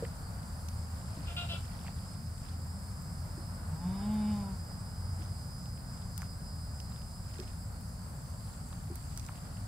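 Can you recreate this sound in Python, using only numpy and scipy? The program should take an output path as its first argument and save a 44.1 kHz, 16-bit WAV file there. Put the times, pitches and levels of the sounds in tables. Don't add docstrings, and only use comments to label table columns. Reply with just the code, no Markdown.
import sys
import numpy as np
from scipy import signal
from scipy.fft import rfft, irfft
from scipy.io import wavfile
from scipy.ndimage import uniform_filter1d

SR = 44100
rng = np.random.default_rng(int(sys.argv[2]) if len(sys.argv) > 2 else 0)


def file_out(sig):
    cols = np.atleast_2d(sig).T
    lim = np.clip(cols, -1, 1)
    pcm = np.round(lim * 32767).astype(np.int16)
    wavfile.write(sys.argv[1], SR, pcm)


def volts(x):
    e = np.asarray(x, float) / 20
    return 10 ** e


N = 426577


def evened(x):
    return x / np.sqrt(np.mean(x ** 2) + 1e-20)


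def read(points, hz):
    f, value = np.transpose(points)
    return np.interp(np.log(hz + 1), np.log(f + 1), value)


def curves(rows, whole=False):
    s, *columns = np.transpose(rows)
    t = np.arange(N) / SR if whole else np.arange(s[0], s[-1], 1 / SR)
    return t, *(np.interp(t, s, c) for c in columns)


def add(mix, s, sound, pan_db=0., lag=0):
    for side, late, db in ((0, max(lag, 0), pan_db / 2), (1, max(-lag, 0), -pan_db / 2)):
        part = mix[side, round(s * SR) + late:][:len(sound)]
        part += volts(db) * sound[:len(part)]


def drift(hz, size=N):
    r = np.exp(-2 * np.pi * hz / SR)
    return evened(signal.lfilter([1], [1, -2 * r, r * r], rng.standard_normal(size)))


def resonate(x, hz, width):
    turn = np.exp(2j * np.pi * np.cumsum(hz * np.ones(len(x))) / SR)
    r = np.exp(-np.pi * width / SR)
    smooth = signal.lfilter([(1 - r) ** 2], [1, -2 * r, r * r], x / turn + 1e-18)
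    return 2 * (turn * smooth).real


def through(x, modes, factor=0.99):
    return sum((-1) ** k * volts(db) * resonate(x, hz * factor, width)
               for k, (hz, width, db) in enumerate(modes))


# freq_hz, likeness
SAME = [(60, 0.98), (120, 0.97), (240, 0.9), (480, 0.66), (950, 0.28), (1700, -0.15), (3400, -.05),
        (5000, 0.4), (7000, 0.03), (15000, -0.01)]
# freq_hz, level_db (per Hz)
RUMBLE = [(13, -19), (22, -32), (33, -0.5), (59, -4), (75, -2), (88, -3), (98, 0), (114, -5), (179, -8),
          (211, -13.5), (230, -15.5), (268, -21.5), (332, -38), (450, -32.5), (580, -93), (990, -120)]


def rumble(level_db):
    hz = np.fft.rfftfreq(N, 1 / SR)
    a, b = rfft(rng.standard_normal((N, 2)).T)
    same = np.clip(read(SAME, hz), -1, 1)
    right = same * a + np.sqrt(1 - same ** 2) * b
    z = np.array([a * volts(.5), right]) * volts(read(RUMBLE, hz))
    return evened(irfft(z, N)) * volts(level_db + 1.0)


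# freq_hz, left_right_db
LEAN = [(60, .6), (300, .5), (600, 1.5), (1300, 0), (2400, -.5), (3500, -2.5), (5000, -4.5), (7000, -1.5),
        (8500, 2), (10500, 3), (15000, -.5)]


def wash(spectrum, level_db, patchy_db, swell_db):
    frames, hz = N // 256 + 5, np.fft.rfftfreq(1024, 1 / SR)
    a, b, c, d, patches = rng.standard_normal((frames, 513, 5)).T
    patches = uniform_filter1d(patches, size=12, axis=0)
    patches = evened(uniform_filter1d(patches, size=14, axis=1))
    same = np.clip(read(SAME, hz), -1, 1)[:, None]
    lean = volts(read(LEAN, hz) / 2)[:, None]
    left = a + 1j * b
    right = same * left + np.sqrt(1 - same ** 2) * (c + 1j * d)
    z = np.array([left * lean, right / lean])
    z *= volts(read(spectrum, hz)[:, None] + patchy_db * patches)
    noise = evened(signal.istft(z, nperseg=1024, noverlap=768)[1][:, :N])
    return noise * volts(level_db + swell_db * drift(4.3))


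# freq_hz, level_db (per Hz)
AIR = [(180, -21), (300, -3), (393, -8.5), (550, -1.5), (779, -1), (1460, -4), (2510, -19), (3260, -22.5),
       (4000, -20.5), (5200, -44), (8800, -120)]
# freq_hz, level_db (per Hz)
SWARM = [(3400, -35), (4200, -10), (4750, -0.5), (5150, -4), (5550, -15), (6100, -10), (7000, -13),
         (7350, 1), (8300, -4), (10400, -6.5), (11200, -14.5), (14800, -11.5), (15650, -16), (15800, -51)]


def air_and_swarm(far_db):
    air = wash(AIR, -56.5 + far_db, 0.53, 0.63)
    return air + wash(SWARM, -56 + 0.16 * far_db, 1.4, 0.26)


# time_s, firing_hz
ENGINE_SPEED = [
    (0.0, 78.5),
    (1.6, 81.5),
    (3.1, 85.2),
    (5.0, 88.16),
    (6.5, 87.1),
    (6.8, 71.95),
    (7.4, 62),
]
# start_s, length_s, level_db
SWELLS = [(0.446, 0.62, -40.5), (1.2, 0.49, -38.5), (1.742, 0.34, -43), (2.2, 0.26, -42.5),
          (2.498, 0.27, -38), (3.048, 0.74, -41.5), (3.656, 0.34, -46), (4.148, .55, -41.5),
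          (4.89, 0.46, -38.5), (5.445, 0.34, -44), (6.15, 0.27, -43), (6.5, 0.42, -41), (7.0, .4, -49)]


def engine():
    t, hz = curves(ENGINE_SPEED)
    level = np.full((2, len(t)), volts(-64.5))
    for s, length, db in SWELLS:
        add(level, s, volts(db) * signal.windows.tukey(round(length * SR), 0.29))
    turn = 2 * np.pi * np.cumsum(hz * (1 + 0.01028 * drift(3.67, len(t)))) / SR
    tone = np.sin(turn) + volts(-15.0) * np.sin(2 * turn)
    tone = level[0] * tone * signal.windows.tukey(len(t), .05)
    return np.pad(tone, (0, N - len(t)))


# freq_hz, half_width_hz, level_db
OCTAVE_RING = (9500, 900, -16)


def tymbal(hz, db, drum_hz, width):
    turn = 2 * np.pi * np.cumsum(hz * (1 + .002 * drift(15.))) / SR
    ring_hz, ring_width, ring_db = OCTAVE_RING
    sound = 0
    for k in range(int(4200 / hz[0]), int(11000 / hz[0])):
        near = volts(-6 * ((k * hz - drum_hz) / width) ** 2)
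        near = near + volts(ring_db - 6 * ((k * hz - ring_hz) / ring_width) ** 2)
        sound = sound + near * np.cos(k * turn + k % 2 * np.pi / 2)
    return volts(db + 2 * drift(6.)) * evened(sound)


PHRASES = [0.0, .55, 1.02, 1.48, 1.98, 2.45, 2.87, 3.28, 3.75, 4.13, 4.58, 4.95, 5.28, 5.58, 5.88, 6.16,
           6.42, 6.78, 7.1, 7.42, 7.8, 8.15, 8.6]
# time_s, level_db, click_hz (at a phrase start), sag_hz, drum_hz
SINGER = [(0.0, -72, 167.8, 2.8, 5150), (1.0, -66, 168.4, 3.4, 5150), (3.6, -62, 168.8, 3.8, 5150),
          (4.2, -61, 169, 3.8, 4960), (4.95, -61, 168.3, 1.8, 5010), (6.8, -61, 169.2, 1.6, 5020),
          (7.1, -61, 168, .8, 5020), (7.45, -62, 165.6, 2.1, 5120), (7.8, -65, 164, 1.5, 5120),
          (8.6, -82, 163, 1, 5120)]
# time_s, click_hz, level_db
CHORUS = [
    [(0.0, 283, -70), (2.0, 291.8, -68), (4.0, 297, -66), (4.6, 299, -68), (5.0, 299, -85)],
    [(0.0, 165, -69), (3.2, 165.3, -68), (3.8, 165.3, -85), (7.8, 160, -85), (8.4, 160, -72),
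     (9.67, 159, -72)],
]


def cicadas():
    t, db, fast_hz, sag_hz, drum_hz = curves(SINGER, True)
    width = 118 + .9 * (5150 - drum_hz)
    starts, out = np.array(PHRASES), np.zeros((2, N))
    age = t - starts[np.searchsorted(starts, t, "right") - 1]
    rate = fast_hz - sag_hz * (1 - np.exp(-age / .14))
    strength_db = db - 5 * sag_hz * np.maximum(age - .15, 0)
    rate, strength_db = (uniform_filter1d(curve, size=1500) for curve in (rate, strength_db))
    add(out, 0, tymbal(rate, strength_db, drum_hz, width), -6, lag=-8)
    for rows in CHORUS:
        _, click_hz, level_db = curves(rows, True)
        add(out, 0, tymbal(click_hz, level_db, 4900, 380), -5, lag=-8)
    return out


# middle_s, level_db, half_length_s
TUGS = [
    (0.0, -68, 0.1),
    (1.496, -64, 0.57),
    (2.473, -66, .08),
    (5.23, -65.5, 0.043),
    (6.0, -73, 0.064),
    (6.222, -66, 0.041),
    (6.972, -73, .12),
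    (7.405, -63, 0.13),
    (8.503, -74.5, 0.33),
    (9.215, -67.5, 0.37),
]


def leaves():
    clock, out, t = np.arange(N) / SR, np.zeros((2, N)), np.arange(200) / SR
    pull = volts(-79)
    pull = pull + sum(volts(db) * np.exp(-((clock - s) / half) ** 2) for s, db, half in TUGS)
    for k, hz in enumerate(np.geomspace(1500, 9000, num=16)):
        struck = rng.random(N) < 60. / SR
        size = volts(2.34 * np.minimum(rng.exponential(1, N), 5)) * struck
        tick = np.sin(2 * np.pi * hz * t) * np.exp(-t * hz / 3.0)
        out[k % 2] += signal.oaconvolve(size, tick / np.linalg.norm(tick))[:N]
    return volts(3.0) * pull * evened(out)


# start_s, peak_db, pitch_hz, t60_s
KNOCKS = [
    (0.0242, -19.5, 471, 0.05),
    (1.17, -39.5, 279, 0.13),
    (1.534, -31, 558, 0.036),
    (3.376, -34.5, 324, 0.068),
    (5.192, -41, 310, 0.1),
    (7.39, -31.5, 367, 0.087),
    (8.901, -35, 346, 0.11),
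]


def knocks(mix):
    t = np.arange(9000) / SR
    for s, db, hz, t60 in KNOCKS:
        modes = np.sin(2 * np.pi * hz * t) + .5 * np.sin(2 * np.pi * 1.13 * hz * t)
        modes += 0.31 * np.sin(2 * np.pi * 0.777 * hz * t)
        add(mix, s, volts(db - 60 * t / t60) * modes * (1 - np.exp(-t / 0.0054)), .4)


def snap(db, hz, width):
    t = np.arange(1500) / SR
    decay = np.exp(-t / .0012) + .15 * np.exp(-t / .006)
    burst = rng.standard_normal(len(t)) * decay * (1 - np.exp(-t / .0004))
    burst[30] += 3
    sound = resonate(burst, hz, width * hz)
    return volts(db) * sound / abs(sound).max()


# start_s, peak_db, colour_hz, left_right_db
SNAPS = [(0.05, -38.5, 2070, -2), (0.6862, -33, 6150, -10), (1.846, -42, 900, 0), (1.874, -40.5, 2200, -4),
         (1.881, -37, 2000, 3), (1.889, -39, 780, 0), (2.38, -41, 6500, 5), (3.02, -38, 10000, -2),
         (4.14, -36, 10820, 0), (5.657, -38.5, 4487, -2), (6.178, -31, 8700, 17), (6.2193, -35.5, 1610, -2),
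         (6.2187, -37, 7010, -13), (6.229, -37.5, 1100, 0), (6.8013, -37, 4660, -9),
         (7.342, -44, 4100, -11), (7.3995, -38, 4700, -11.5), (7.81, -42, 11300, 0),
         (8.7276, -43.5, 1170, 3), (8.9558, -30.5, 8800, -11), (9.175, -27.5, 7050, -5.5),
         (9.175, -49, 1500, -11), (9.196, -37, 6000, -8), (9.2638, -39, 6200, -13), (9.291, -37, 1000, 0)]


def twigs(mix):
    for s, db, hz, pan_db in SNAPS:
        width = 0.56 + 0.15 * np.log2(hz / 1000)
        add(mix, s, snap(db, hz, width), pan_db, lag=3)


# start_s, peak_db, colour_hz
PLUCKS = [(.43, -45, 4000), (1.857, -48, 2200), (1.866, -43, 2400), (5.22, -48, 2994), (5.775, -50, 2483),
          (5.975, -45, 4980), (6.02, -47, 3460), (6.921, -49, 3500), (6.961, -45, 3800), (7.017, -48, 3510),
          (7.384, -47, 3500), (7.477, -46, 3000), (8.728, -44, 3540), (9.25, -44, 7000), (9.287, -43, 1790),
          (9.356, -48, 3000), (9.571, -47, 2440)]


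def stalks(mix):
    for s, db, hz in PLUCKS:
        add(mix, s, snap(db, hz, .8), -7, lag=3)


# freq_hz, width_hz, level_db
KID_THROAT = [(660, 410, -4.5), (1460, 134, 2.5), (2460, 260, -21), (2860, 660, 3.5), (3440, 540, -1),
              (3900, 620, -1), (4700, 1800, -12)]
# start_s, length_s, effort_db, pitch_hz, brightness_db
SYLLABLES = [
    (1.268, .085, -46, 347, -3),
    (1.362, .112, -36.5, 351.5, -2.5),
    (1.486, .112, -40, 340, -2),
]


def bleat(start, length, peak_db, pitch_hz, top_db):
    t = np.arange(0, length, 1 / SR)
    peak_at = 0.17
    rise = np.maximum(1 - t / length / peak_at, 0)
    fall = np.maximum(t / length - peak_at, 0) / (1 - peak_at)
    effort_db = peak_db - 16 * rise - 26 * fall ** 3.1
    bright_db = top_db + 15 * rise - 8 * fall
    hz = pitch_hz * (1 - .02 * (fall + rise))
    mouth = .97 + (.9 - .97) * fall + .4 * (start - SYLLABLES[1][0])
    turns = np.cumsum(hz * (1 + .007 * drift(60., len(t)))) / SR
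    folds = sum(volts(.2 * k * drift(40., len(t))) * np.cos(2 * np.pi * k * turns)
                for k in range(1, 18))
    puffs = (0.27 + np.exp(-(turns % 1) / .3)) * rng.standard_normal(len(t))
    rough = .44 - .006 * (peak_db + 41)
    drive = (1 - rough) * evened(folds) + rough * evened(puffs)
    drive = drive * volts(2.0 * drift(40., len(t)))
    low, high = through(drive, KID_THROAT[:2], mouth), through(drive, KID_THROAT[2:], mouth)
    voice = volts(-8.5) * evened(low) + volts(bright_db) * evened(high)
    return start, volts(effort_db) * voice * signal.windows.tukey(len(t), .15)


# time_s, pitch_hz, effort_db, lips_parting_db
MOO = [(3.66, 143.7, -60, -26), (3.74, 152.9, -38, -17), (3.8, 171, -55, -19), (3.856, 178.5, -32.5, -8),
       (3.99, 198.7, -41.5, -8), (4.07, 210.8, -33, -4.5), (4.3, 211.3, -31, -0.5),
       (4.53, 190, -44.5, -16.5), (4.58, 172, -50, -22)]
# freq_hz, width_hz, level_db
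NOSE = [(390, 90, -6.5), (630, 160, -8.5), (840, 130, 0), (1000, 170, -3)]
# freq_hz, width_hz, level_db
LIPS = [(2250, 600, 0), (3000, 600, -4), (3680, 320, 2.5)]


def moo():
    t, hz, chest_db, parting_db = curves(MOO)
    nose_db = -49 + 0.078 * (chest_db + 27)
    nose_db = nose_db + 1.6 * np.minimum(parting_db + 14, 0)
    lips_db = -58.5 + parting_db
    turn = 2 * np.pi * np.cumsum(hz * (1 + .007 * drift(14., len(t)))) / SR
    pulses = sum(volts(.2 * k * drift(20., len(t))) * np.cos(k * turn)
                 for k in range(2, 22))
    breathy = pulses + 1.5 * rng.standard_normal(len(t))
    voice = volts(chest_db + 3.0) * np.sin(turn)
    voice = voice + volts(nose_db - 2) * evened(through(pulses, NOSE))
    voice = voice + volts(lips_db) * evened(through(breathy, LIPS))
    return t[0], voice * signal.windows.tukey(len(t), .06)


def yard(x):
    taps = np.zeros((2, SR // 2))
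    at = np.arange(300, SR // 2 - 20, 20) + rng.integers(0, 20, (2, (SR // 2 - 301) // 20))
    np.put_along_axis(taps, at, rng.choice([-1., 1.], at.shape), 1)
    taps *= volts(-60 * np.arange(SR // 2) / SR / 0.2)
    return signal.fftconvolve(x, taps / np.linalg.norm(taps[0]), axes=1)[:, :N]


# time_s, level_db
FAR = [(0.0, 5), (.6, 2), (1.35, 4), (2.2, 0.5), (3.7, 3.5), (4.2, 4.5), (4.6, 2.5), (7.0, 0), (9.67, 1)]


def scene():
    kid, near, far_db = np.zeros((2, N)), np.zeros((2, N)), curves(FAR, True)[1]
    knocks(near)
    twigs(near)
    stalks(near)
    for syllable in SYLLABLES:
        add(kid, *bleat(*syllable), 1.5, lag=-5)
    add(near, *moo(), .5, lag=-1)
    animals = kid + volts(-3) * yard(kid) + near + volts(-19) * yard(near)
    far = rumble(-42.5 + 0.39 * far_db) + air_and_swarm(far_db) + engine()
    return animals + leaves() + cicadas() + far


def roll_off(x):
    return signal.sosfilt(signal.butter(12, 16450, fs=SR, output="sos"), x)


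def record(dry):
    low_cut = signal.butter(3, 43, "high", fs=SR, output="sos")
    cut = signal.sosfilt(low_cut, dry)
    limited = signal.oaconvolve(cut, signal.firwin(255, 16300, fs=SR)[None], "same")
    return roll_off(limited)


dry = scene()
out = record(dry)
file_out(out)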